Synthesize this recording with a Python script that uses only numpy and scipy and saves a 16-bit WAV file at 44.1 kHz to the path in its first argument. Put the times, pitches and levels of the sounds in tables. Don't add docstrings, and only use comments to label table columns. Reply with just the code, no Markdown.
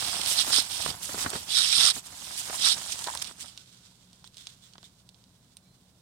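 import sys
import numpy as np
from scipy import signal
from scipy.fft import rfft, irfft, next_fast_len
from scipy.io import wavfile
from scipy.ndimage import map_coordinates

SR = 44100
rng = np.random.default_rng(int(sys.argv[2]) if len(sys.argv) > 2 else 0)


def log_audio(samples):
    frames = np.atleast_2d(samples).T
    limited = np.clip(frames, -1, 1)
    pcm = np.round(limited * 32767).astype(np.int16)
    wavfile.write(sys.argv[1], SR, pcm)


N = 265041



def amp(db):
    return 10 ** (np.asarray(db) / 20)


def unit(pair):
    return pair / np.sqrt(np.mean(pair.mean(0) ** 2) + 1e-20)


def along(points, hz):
    f, v = np.transpose(points)
    return np.interp(np.log(hz + 1), np.log(f + 1), v)


def gains(rows):
    s, db = np.transpose(rows)
    t = np.arange(N) / SR
    seconds_outside = np.abs(t - np.clip(t, s[0], s[-1]))
    return amp(np.interp(t, s, db)) * np.exp(-seconds_outside / 0.0061)


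def swells(rows):
    t = np.arange(N) / SR
    return sum(amp(db) * np.exp(-((t - s) / half) ** 2) for s, db, half in rows)


def strokes(rows):
    t = np.arange(N) / SR
    place, shape = [0, .15, .8, 1.2], [0.012, 0.83, 0.82, 0.0013]
    return sum(amp(db) * np.interp((t - s) / length, place, shape) for s, db, length in rows)


def follow(gain, from_db, to_db, grows):
    return amp(to_db) * (gain / amp(from_db)) ** grows


def wobble(rate):
    return map_coordinates(rng.standard_normal(int(N * rate / SR) + 4), [np.arange(N) * rate / SR])


def snaps(rate, spread_db, bed):
    scatter = np.clip(rng.standard_normal(N), -2, 2)
    sizes = (rng.random(N) < rate / SR) * amp(spread_db * scatter)
    return unit(sizes * rng.standard_normal((2, N))) + bed * rng.standard_normal((2, N))


def patchy(pair, depth_db, size=256):
    z = signal.stft(pair, nperseg=size)[2]
    patch = np.outer(np.hanning(7), np.hanning(9))
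    field = signal.convolve2d(rng.standard_normal(z.shape[1:]), patch, "same")
    return signal.istft(z * amp(depth_db * field / field.std()), nperseg=size)[1][:, :N]


def causal(db):
    c = irfft(np.log(amp(db)))
    c[1:len(c) // 2] *= 2
    c[len(c) // 2 + 1:] = 0
    return np.exp(rfft(c))


# (frequency [Hz], left-right correlation [-1 to 1])
MICROPHONE_LIKENESS = [(60, 0.96), (400, 0.9), (900, 0.5), (1500, -0.176), (3500, -0.4), (6000, 0.051),
                       (12000, 0)]


def voiced(pair, colour, pan, size=4096):
    hz = np.fft.rfftfreq(size, 1 / SR)
    octaves_outside = np.abs(np.log2((hz + 1) / np.clip(hz + 1, colour[0][0], colour[-1][0])))
    db = along(colour, hz) - 12 * octaves_outside
    turn = np.arccos(np.clip(along(MICROPHONE_LIKENESS, hz), -.95, .95)) / 2
    lean_db = along(pan, hz) / 2
    ears = []
    for sign in (1, -1):
        mix = [np.cos(turn), sign * np.sin(turn)]
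        ring = irfft(causal(db + sign * lean_db) * mix)[:, :size // 2]
        ears.append(signal.oaconvolve(pair, ring, axes=1).sum(0)[:pair.shape[1]])
    return np.array(ears)


def add(track, s, sound):
    part = track[:, round(s * SR):][:, :sound.shape[1]]
    part += sound[:, :part.shape[1]]


# (time [s], rasp level [dB])
SHORT_RIPS = [
    [(0.36, -35), (0.388, -26), (0.426, -28), (0.434, -35.5), (0.45, -54)],
    [(0.5, -42), (0.518, -34.5), (0.532, -24), (0.576, -23), (0.6, -24), (0.62, -36.5), (0.63, -40)],
    [(2.58, -39.5), (2.658, -21), (2.732, -26), (2.75, -42.5)],
]
# (time [s], rasp level [dB])
LONG_RIP = [(1.485, -45), (1.499, -33.5), (1.583, -23.5), (1.685, -27), (1.883, -20), (1.909, -26),
            (1.925, -40)]
# (frequency [Hz], level per Hz [dB])
HOOK_COLOUR = [(1060, -45), (1800, -14.5), (2240, -13.5), (2640, -10.5), (3220, -4.5), (3690, 0),
               (4350, -4), (5360, -2), (6430, -14), (7430, -13), (8750, -6), (10000, -17), (14400, -31.5),
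               (15800, -41.5)]
# (frequency [Hz], level per Hz [dB])
BACKING_COLOUR = [(400, -18), (700, -11.5), (1000, -5.5), (1350, 5), (1750, -7), (2600, -22)]
# (frequency [Hz], left minus right [dB])
RIP_PAN = [(60, 12), (99, 8.5), (160, 12), (270, 12.5), (450, -10), (740, 0.5), (1220, -7), (2010, -1.5),
           (3330, -14.5), (5500, -12.0), (9080, -13.5), (15000, -9.5)]
FIRM_PULL_DB, DRUM_DB, DRUM_GROWS = -20.5, -38.5, 2.7


def strip():
    rasp = sum(gains(rows) for rows in SHORT_RIPS) + gains(LONG_RIP)
    drumming = follow(rasp, FIRM_PULL_DB, DRUM_DB, DRUM_GROWS)
    clumps = amp(1.1 * wobble(300) + .4 * wobble(60))
    releases = patchy(clumps * snaps(rate=9000, spread_db=2.5, bed=.8), depth_db=2)
    hooks = amp(0.48) * rasp * unit(voiced(releases, HOOK_COLOUR, RIP_PAN))
    plucks = amp(0.51 * wobble(83)) * releases
    backing = amp(1.0) * drumming * unit(voiced(plucks, BACKING_COLOUR, RIP_PAN))
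    return hooks + backing


# (middle [s], dip [dB], half length [s])
GRIP_PAUSES = [(0.672, 7, 0.027), (0.984, 9.5, 0.069), (1.453, 6, 0.028), (2.014, 7, 0.018),
               (3.351, 6, .025)]


def motion():
    t = np.arange(N) / SR
    return amp(-sum(dip_db * np.exp(-((t - s) / half) ** 2) for s, dip_db, half in GRIP_PAUSES))


# (start [s], length [s], level [dB])
WEAVE_DRAGS = [(0.0, 0.43, -33.5), (0.453, 0.046, -44.5), (0.63, .03, -42), (0.722, 0.18, -34),
               (1.212, 0.028, -37.5), (1.347, 0.026, -37.5), (2.246, 0.17, -46), (2.769, 0.063, -49.5),
               (2.892, 0.042, -38), (3.216, .065, -43.5), (3.407, 0.08, -49)]
DRAG_ATTACK_S, DRAG_RELEASE_S = 0.019, 0.017


def drags():
    t = np.arange(N) / SR
    total = np.zeros(N)
    for s, length, db in WEAVE_DRAGS:
        before, after = np.minimum(t - s, 0), np.maximum(t - s - length, 0)
        total += amp(db) * np.exp(before / DRAG_ATTACK_S - after / DRAG_RELEASE_S)
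    return total


# (time [s], sliding level [dB])
HAUL = [
    [(0.0, -44), (0.256, -47), (0.444, -44.5), (0.5, -39.5)],
    [(0.63, -46), (0.708, -46), (0.84, -48), (1.068, -44), (1.182, -49.5), (1.47, -48)],
    [(2.0, -61), (2.176, -52.5), (2.548, -45.5), (3.112, -49), (3.466, -63), (3.55, -74.5)],
]
# (middle [s], level [dB], half length [s])
SWIPES = [(0.313, -35, 0.053), (0.412, -41, .01), (0.885, -46, .015), (1.04, -46, 0.016),
          (1.209, -39, 0.04), (1.298, -48, 0.0093), (1.965, -44, 0.033), (2.066, -50.5, 0.015),
          (2.391, -38.5, 0.018), (2.549, -41, 0.017), (2.925, -40.5, 0.009), (3.223, -34.5, 0.0046),
          (3.413, -45.5, 0.019)]
# (frequency [Hz], level per Hz [dB])
SWISH_COLOUR = [(1500, -12.5), (3000, -5), (5000, -5.5), (6500, -1), (7600, -1), (8700, -3), (10000, -8.5),
                (12000, -15), (15800, -22.5)]
# (frequency [Hz], level per Hz [dB])
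WEAVE_COLOUR = [(1200, -33), (2300, -8), (3500, -2), (4400, -3), (5400, -1), (6600, -14.5), (7500, -10),
                (8700, -2), (10500, -17.5)]
# (frequency [Hz], level per Hz [dB])
FIZZ_COLOUR = [(7000, -41.5), (10500, 2), (12500, -4), (15500, -10)]
# (frequency [Hz], left minus right [dB])
CLOTH_PAN = [(100, 2), (1000, 0), (2200, -3), (3600, -11.5), (5400, -9.5), (6800, -3.5), (8700, -11),
             (11000, -4.5), (15000, -1)]
HAUL_WEAVE_DB, SWIPE_WEAVE_DB, FIZZ_DB = 0, -5.5, -5
GATHER_S, GATHER_DULLS_DB = (1.9, 3.5), 8.5


def sliding():
    haul = amp(0.5) * motion() * gains(np.vstack(HAUL))
    swipe = swells(SWIPES)
    swish = np.hypot(haul, swipe)
    moving_weave = np.hypot(amp(HAUL_WEAVE_DB) * haul, amp(SWIPE_WEAVE_DB) * swipe)
    weave = np.hypot(drags(), moving_weave)
    dulling = amp(np.interp(np.arange(N) / SR, GATHER_S, [0, -GATHER_DULLS_DB]))
    fizz = amp(FIZZ_DB) * swish * dulling

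    catches = patchy(amp(0.87 * wobble(70)) * snaps(rate=1300, spread_db=3.5, bed=1.9), depth_db=2.5)
    hiss = amp(5.0) * swish * unit(voiced(catches, SWISH_COLOUR, CLOTH_PAN))
    threads = patchy(amp(0.85 * wobble(120)) * snaps(rate=1800, spread_db=3.5, bed=1.4), depth_db=1.5)
    rasp = amp(-1.5) * weave * unit(voiced(threads, WEAVE_COLOUR, RIP_PAN))
    specks = snaps(rate=620, spread_db=6.5, bed=1.5)
    fine = amp(2) * fizz * unit(voiced(specks, FIZZ_COLOUR, CLOTH_PAN))
    return hiss + rasp + fine


# (time [s], crumple level [dB])
BENDING = [(0.0, -48), (0.43, -47.5), (0.73, -50), (0.89, -47), (1.1, -54), (1.26, -45.5), (1.37, -54.5),
           (1.6, -55.5), (1.76, -51), (1.82, -45.5), (1.97, -64.5), (2.2, -60.5), (2.65, -50.5),
           (3.05, -56.5), (3.11, -52), (3.23, -60), (3.47, -67), (3.6, -84)]
# (middle [s], level [dB], half length [s])
PUFFS = [(0.9, -49, 0.034), (1.16, -47.5, 0.024), (1.265, -42, .015), (1.355, -43, .015),
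         (1.787, -45.5, .012), (1.972, -44, 0.018)]
# (frequency [Hz], level per Hz [dB])
CRUMPLE_COLOUR = [(150, -10.5), (450, -8.5), (700, 4), (1050, 3), (1500, 2.5), (2200, -3), (4000, -21.5)]
# (frequency [Hz], level per Hz [dB])
BILLOW_COLOUR = [(25, -35.5), (45, -13.5), (70, 4), (130, -0.5), (250, -2.5), (450, -10), (900, -14.5)]
USUAL_CRUMPLE_DB, BILLOW_DB, BILLOW_GROWS = -47, -52.5, .6


def bending():
    crumple = amp(3.5) * motion() * gains(BENDING)
    billow = follow(crumple, USUAL_CRUMPLE_DB, BILLOW_DB, BILLOW_GROWS) + swells(PUFFS)
    jerks = amp(2.1 * wobble(70))
    buckles = jerks * snaps(rate=400, spread_db=2.0, bed=1)
    creases = unit(voiced(buckles, CRUMPLE_COLOUR, CLOTH_PAN))
    pushes = jerks * snaps(rate=250, spread_db=3.5, bed=1.6)
    air = unit(voiced(pushes, BILLOW_COLOUR, CLOTH_PAN))
    return amp(-0.5) * crumple * creases + amp(-2.0) * billow * air


# (time [s], pop level [dB], shiver level [dB], shiver 60 dB decay [s])
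FOLD_FLIPS = [(0.194, -39, -30, .054), (0.315, -43, -32, .04), (0.478, -36, -26, 0.053),
              (0.534, -23, -30, 0.028), (0.585, -25, -26, 0.045), (0.8627, -18.5, -18, 0.018),
              (0.888, -36, -32, 0.029), (1.093, -29, -30, 0.051), (1.144, -33, -31, 0.11),
              (1.18, -29, -32, 0.07), (1.248, -26.5, -28.5, .04), (1.2626, -18, -22, 0.041),
              (1.332, -36, -24, 0.05), (1.354, -32, -26.5, 0.089), (1.965, -34.5, -35.5, 0.084),
              (2.498, -40, -23, 0.024), (3.0718, -30, -25, 0.024), (3.222, -46, -34.5, .037),
              (3.312, -38, -39, 0.028), (4.243, -43, -45, 0.027), (4.755, -50, -40, 0.024),
              (4.782, -49, -40.5, 0.021), (4.831, -59, -42, 0.022)]
# (frequency [Hz], level per Hz [dB])
FOLD_COLOUR = [(50, -14.5), (130, 3), (350, 0.5), (600, -3), (1050, -1.5), (1700, -4.5), (2600, -13),
               (4000, -8.5), (9000, -37)]


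def folds(size=4096):
    track = np.zeros((2, N))
    t = np.arange(size) / SR
    u = (t - .001) / 0.00016
    flip = -u * np.exp((1 - u ** 2) / 2) * amp([[-11], [4.5]])
    onset = 1 - np.exp(-t / 0.00082)
    for s, pop_db, shiver_db, t60 in FOLD_FLIPS:
        shiver = onset * unit(voiced(rng.standard_normal((2, size)), FOLD_COLOUR, CLOTH_PAN))
        decay = amp(shiver_db - 4.5 - 60 * t / t60)
        add(track, s - .001, amp(pop_db) * flip + decay * shiver)
    return track


# (start [s], level [dB], length [s])
SCRAPES = [(2.493, -40.5, .014), (2.53, -40, 0.026), (3.003, -46, 0.023), (3.062, -35, 0.045),
           (3.135, -38, 0.022), (3.17, -44, 0.014)]
# (frequency [Hz], level per Hz [dB])
SCRAPE_COLOUR = [(350, -35.5), (620, -12), (820, -8), (980, 2), (1200, -12.5), (1800, -11.5), (3000, -39.5)]


def scrapes():
    slips = snaps(rate=360, spread_db=2.5, bed=0.45)
    return amp(-1) * strokes(SCRAPES) * unit(voiced(slips, SCRAPE_COLOUR, CLOTH_PAN))


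def crinkles(count=90):
    track = np.zeros((2, N))
    t = np.arange(SR // 100) / SR
    for when, pitch, strength, phase in rng.random((count, 4)):
        hz = 3200 * 2 ** (1.5 * pitch)
        decay = amp(-41 + 11 * strength ** 2 - 60 * t / 0.0058)
        click = decay * np.sin(2 * np.pi * (hz * t + [[phase], [0]]))
        add(track, 2.25 + 0.95 * np.sqrt(when), click * amp([[-5], [3]]))
    return track


def blow(colour, shiver_db, t60, size=4096):
    t = np.arange(size) / SR
    force = amp(shiver_db - 60 * t / t60) * rng.standard_normal((2, size))
    force[0, 0] += 1
    pair = voiced(force, colour, CLOTH_PAN)
    return pair / np.abs(pair.mean(0)).max()


# (time [s], level [dB], bright release against that level [dB])
TICKS = [(1.0305, -22, -2), (1.3022, -23.5, 1), (2.9907, -20, -6), (3.041, -18, -6), (3.071, -19.5, -12),
         (3.15, -20.5, -4.5), (3.1734, -18, -8), (3.222, -40, -12), (3.2439, -20, -20), (3.575, -23, -18),
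         (4.1302, -37, -11), (4.242, -31.5, -26), (4.2742, -34, -9), (4.343, -37, -15), (4.369, -29, -11.5),
         (4.3804, -30.5, -13), (4.4692, -20, -17), (4.7346, -33.5, -29), (4.78, -34.5, -26),
         (4.8286, -34.5, -17.5), (5.0897, -33, -10), (5.144, -40, -28), (5.2393, -40.5, -13.5),
         (5.5685, -32, -3.5)]
# (frequency [Hz], level per Hz [dB])
STOP_COLOUR = [(700, -13.5), (1800, -13.5), (3300, 5.5), (4200, 5), (5400, 1.5), (7000, -3.5), (12000, -32)]
# (frequency [Hz], level per Hz [dB])
RELEASE_COLOUR = [(3500, -50), (6500, -18), (8600, -0.5), (11000, -18), (15500, -19.5)]


def ticks():
    track = np.zeros((2, N))
    for s, db, top_db in TICKS:
        add(track, s + .0005, amp(db + top_db) * blow(RELEASE_COLOUR, shiver_db=-17.5, t60=0.013))
        add(track, s + 0.0013, amp(db - 1.5) * blow(STOP_COLOUR, shiver_db=-28.5, t60=0.028))
    return track + amp(-12.5) * np.roll(track, round(0.0055 * SR), axis=1)


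# (time [s], level [dB])
FINGER_RUBS = [(3.5, -60.5), (3.78, -62.5), (4.03, -66.5), (4.27, -68), (4.46, -61), (4.67, -65),
               (4.83, -70), (5.25, -73), (6.01, -73.5)]
# (start [s], level [dB], length [s])
FINGER_SLIPS = [(4.243, -52, 0.035), (4.365, -48.5, 0.072), (4.488, -47, 0.02), (4.62, -52.5, 0.056),
                (4.838, -47.5, 0.029)]
# (frequency [Hz], level per Hz [dB])
RUB_COLOUR = [(880, -20), (1500, -8.5), (1660, -15.5), (2040, -13.5), (2380, -13), (3570, -6), (4390, -7.5),
              (7770, -9), (12200, -21), (13800, -22), (15800, -30)]
# (frequency [Hz], level per Hz [dB])
SLIP_COLOUR = [(2000, -9), (2700, -13), (3500, 4), (4600, -9), (7000, -5.5), (8600, -7.5), (11000, -20.5),
               (15500, -17.5)]


def fingers():
    catches = amp(2.2 * wobble(45)) * snaps(rate=1100, spread_db=0.5, bed=2.2)
    creep = amp(2.0) * gains(FINGER_RUBS) * unit(voiced(catches, RUB_COLOUR, CLOTH_PAN))
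    threads = snaps(rate=1500, spread_db=2, bed=1.2)
    slip = amp(-4.5) * strokes(FINGER_SLIPS) * unit(voiced(threads, SLIP_COLOUR, CLOTH_PAN))
    return creep + slip


# (middle [s], pitch [Hz], level [dB], half length [s])
WHISTLES = [(5.705, 4110, -68.5, 0.056), (5.665, 2300, -75, .018)]


def bird():
    t = np.arange(N) / SR
    waver = 1.1 * wobble(50)
    song = np.zeros(N)
    for s, hz, db, half in WHISTLES:
        swell = amp(db) * np.exp(-((t - s) / half) ** 2)
        song += swell * np.sin(2 * np.pi * hz * t + waver)
    return song * amp([[-5], [3]])


# (frequency [Hz], level [dB])
HUM_TONES = [(118.4, -71), (183.0, -69)]
# (frequency [Hz], level per Hz [dB])
AIR_COLOUR = [(15, -58), (25, -40.5), (38, -11), (184, -7), (211, -13), (255, -14), (316, -21),
              (361, -21.5), (587, -23.5), (691, -23.5), (1320, -30.5), (2810, -36.5), (3990, -29),
              (4330, -32.5), (15800, -38)]
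# (frequency [Hz], left minus right [dB])
AIR_PAN = [(100, -0.5), (1000, 1.5), (2200, -1.5), (3600, -10), (6800, -7.5), (8700, -17.5), (12000, 1)]


def outdoors():
    t = np.arange(N) / SR
    hum = np.zeros(N)
    for hz, db in HUM_TONES:
        hum += amp(db + 1.4 * wobble(3.2)) * np.sin(2 * np.pi * hz * t + 0.67 * wobble(7.1))
    air = unit(voiced(rng.standard_normal((2, N)), AIR_COLOUR, AIR_PAN))
    return amp(-63.5) * air + amp(1.5) * hum


def scene():
    cloth = sliding() + bending() + scrapes() + folds() + crinkles()
    return strip() + cloth + ticks() + fingers() + bird() + outdoors()


TOP_HZ = 15900


def record(dry):
    rounded = dry / (1 + np.abs(dry / .8) ** 6) ** (1 / 6)
    m = next_fast_len(N + SR // 2)
    in_band = np.fft.rfftfreq(m, 1 / SR) < TOP_HZ
    return irfft(rfft(rounded, m) * in_band, m)[:, :N]


dry = scene()
out = record(dry)
log_audio(out)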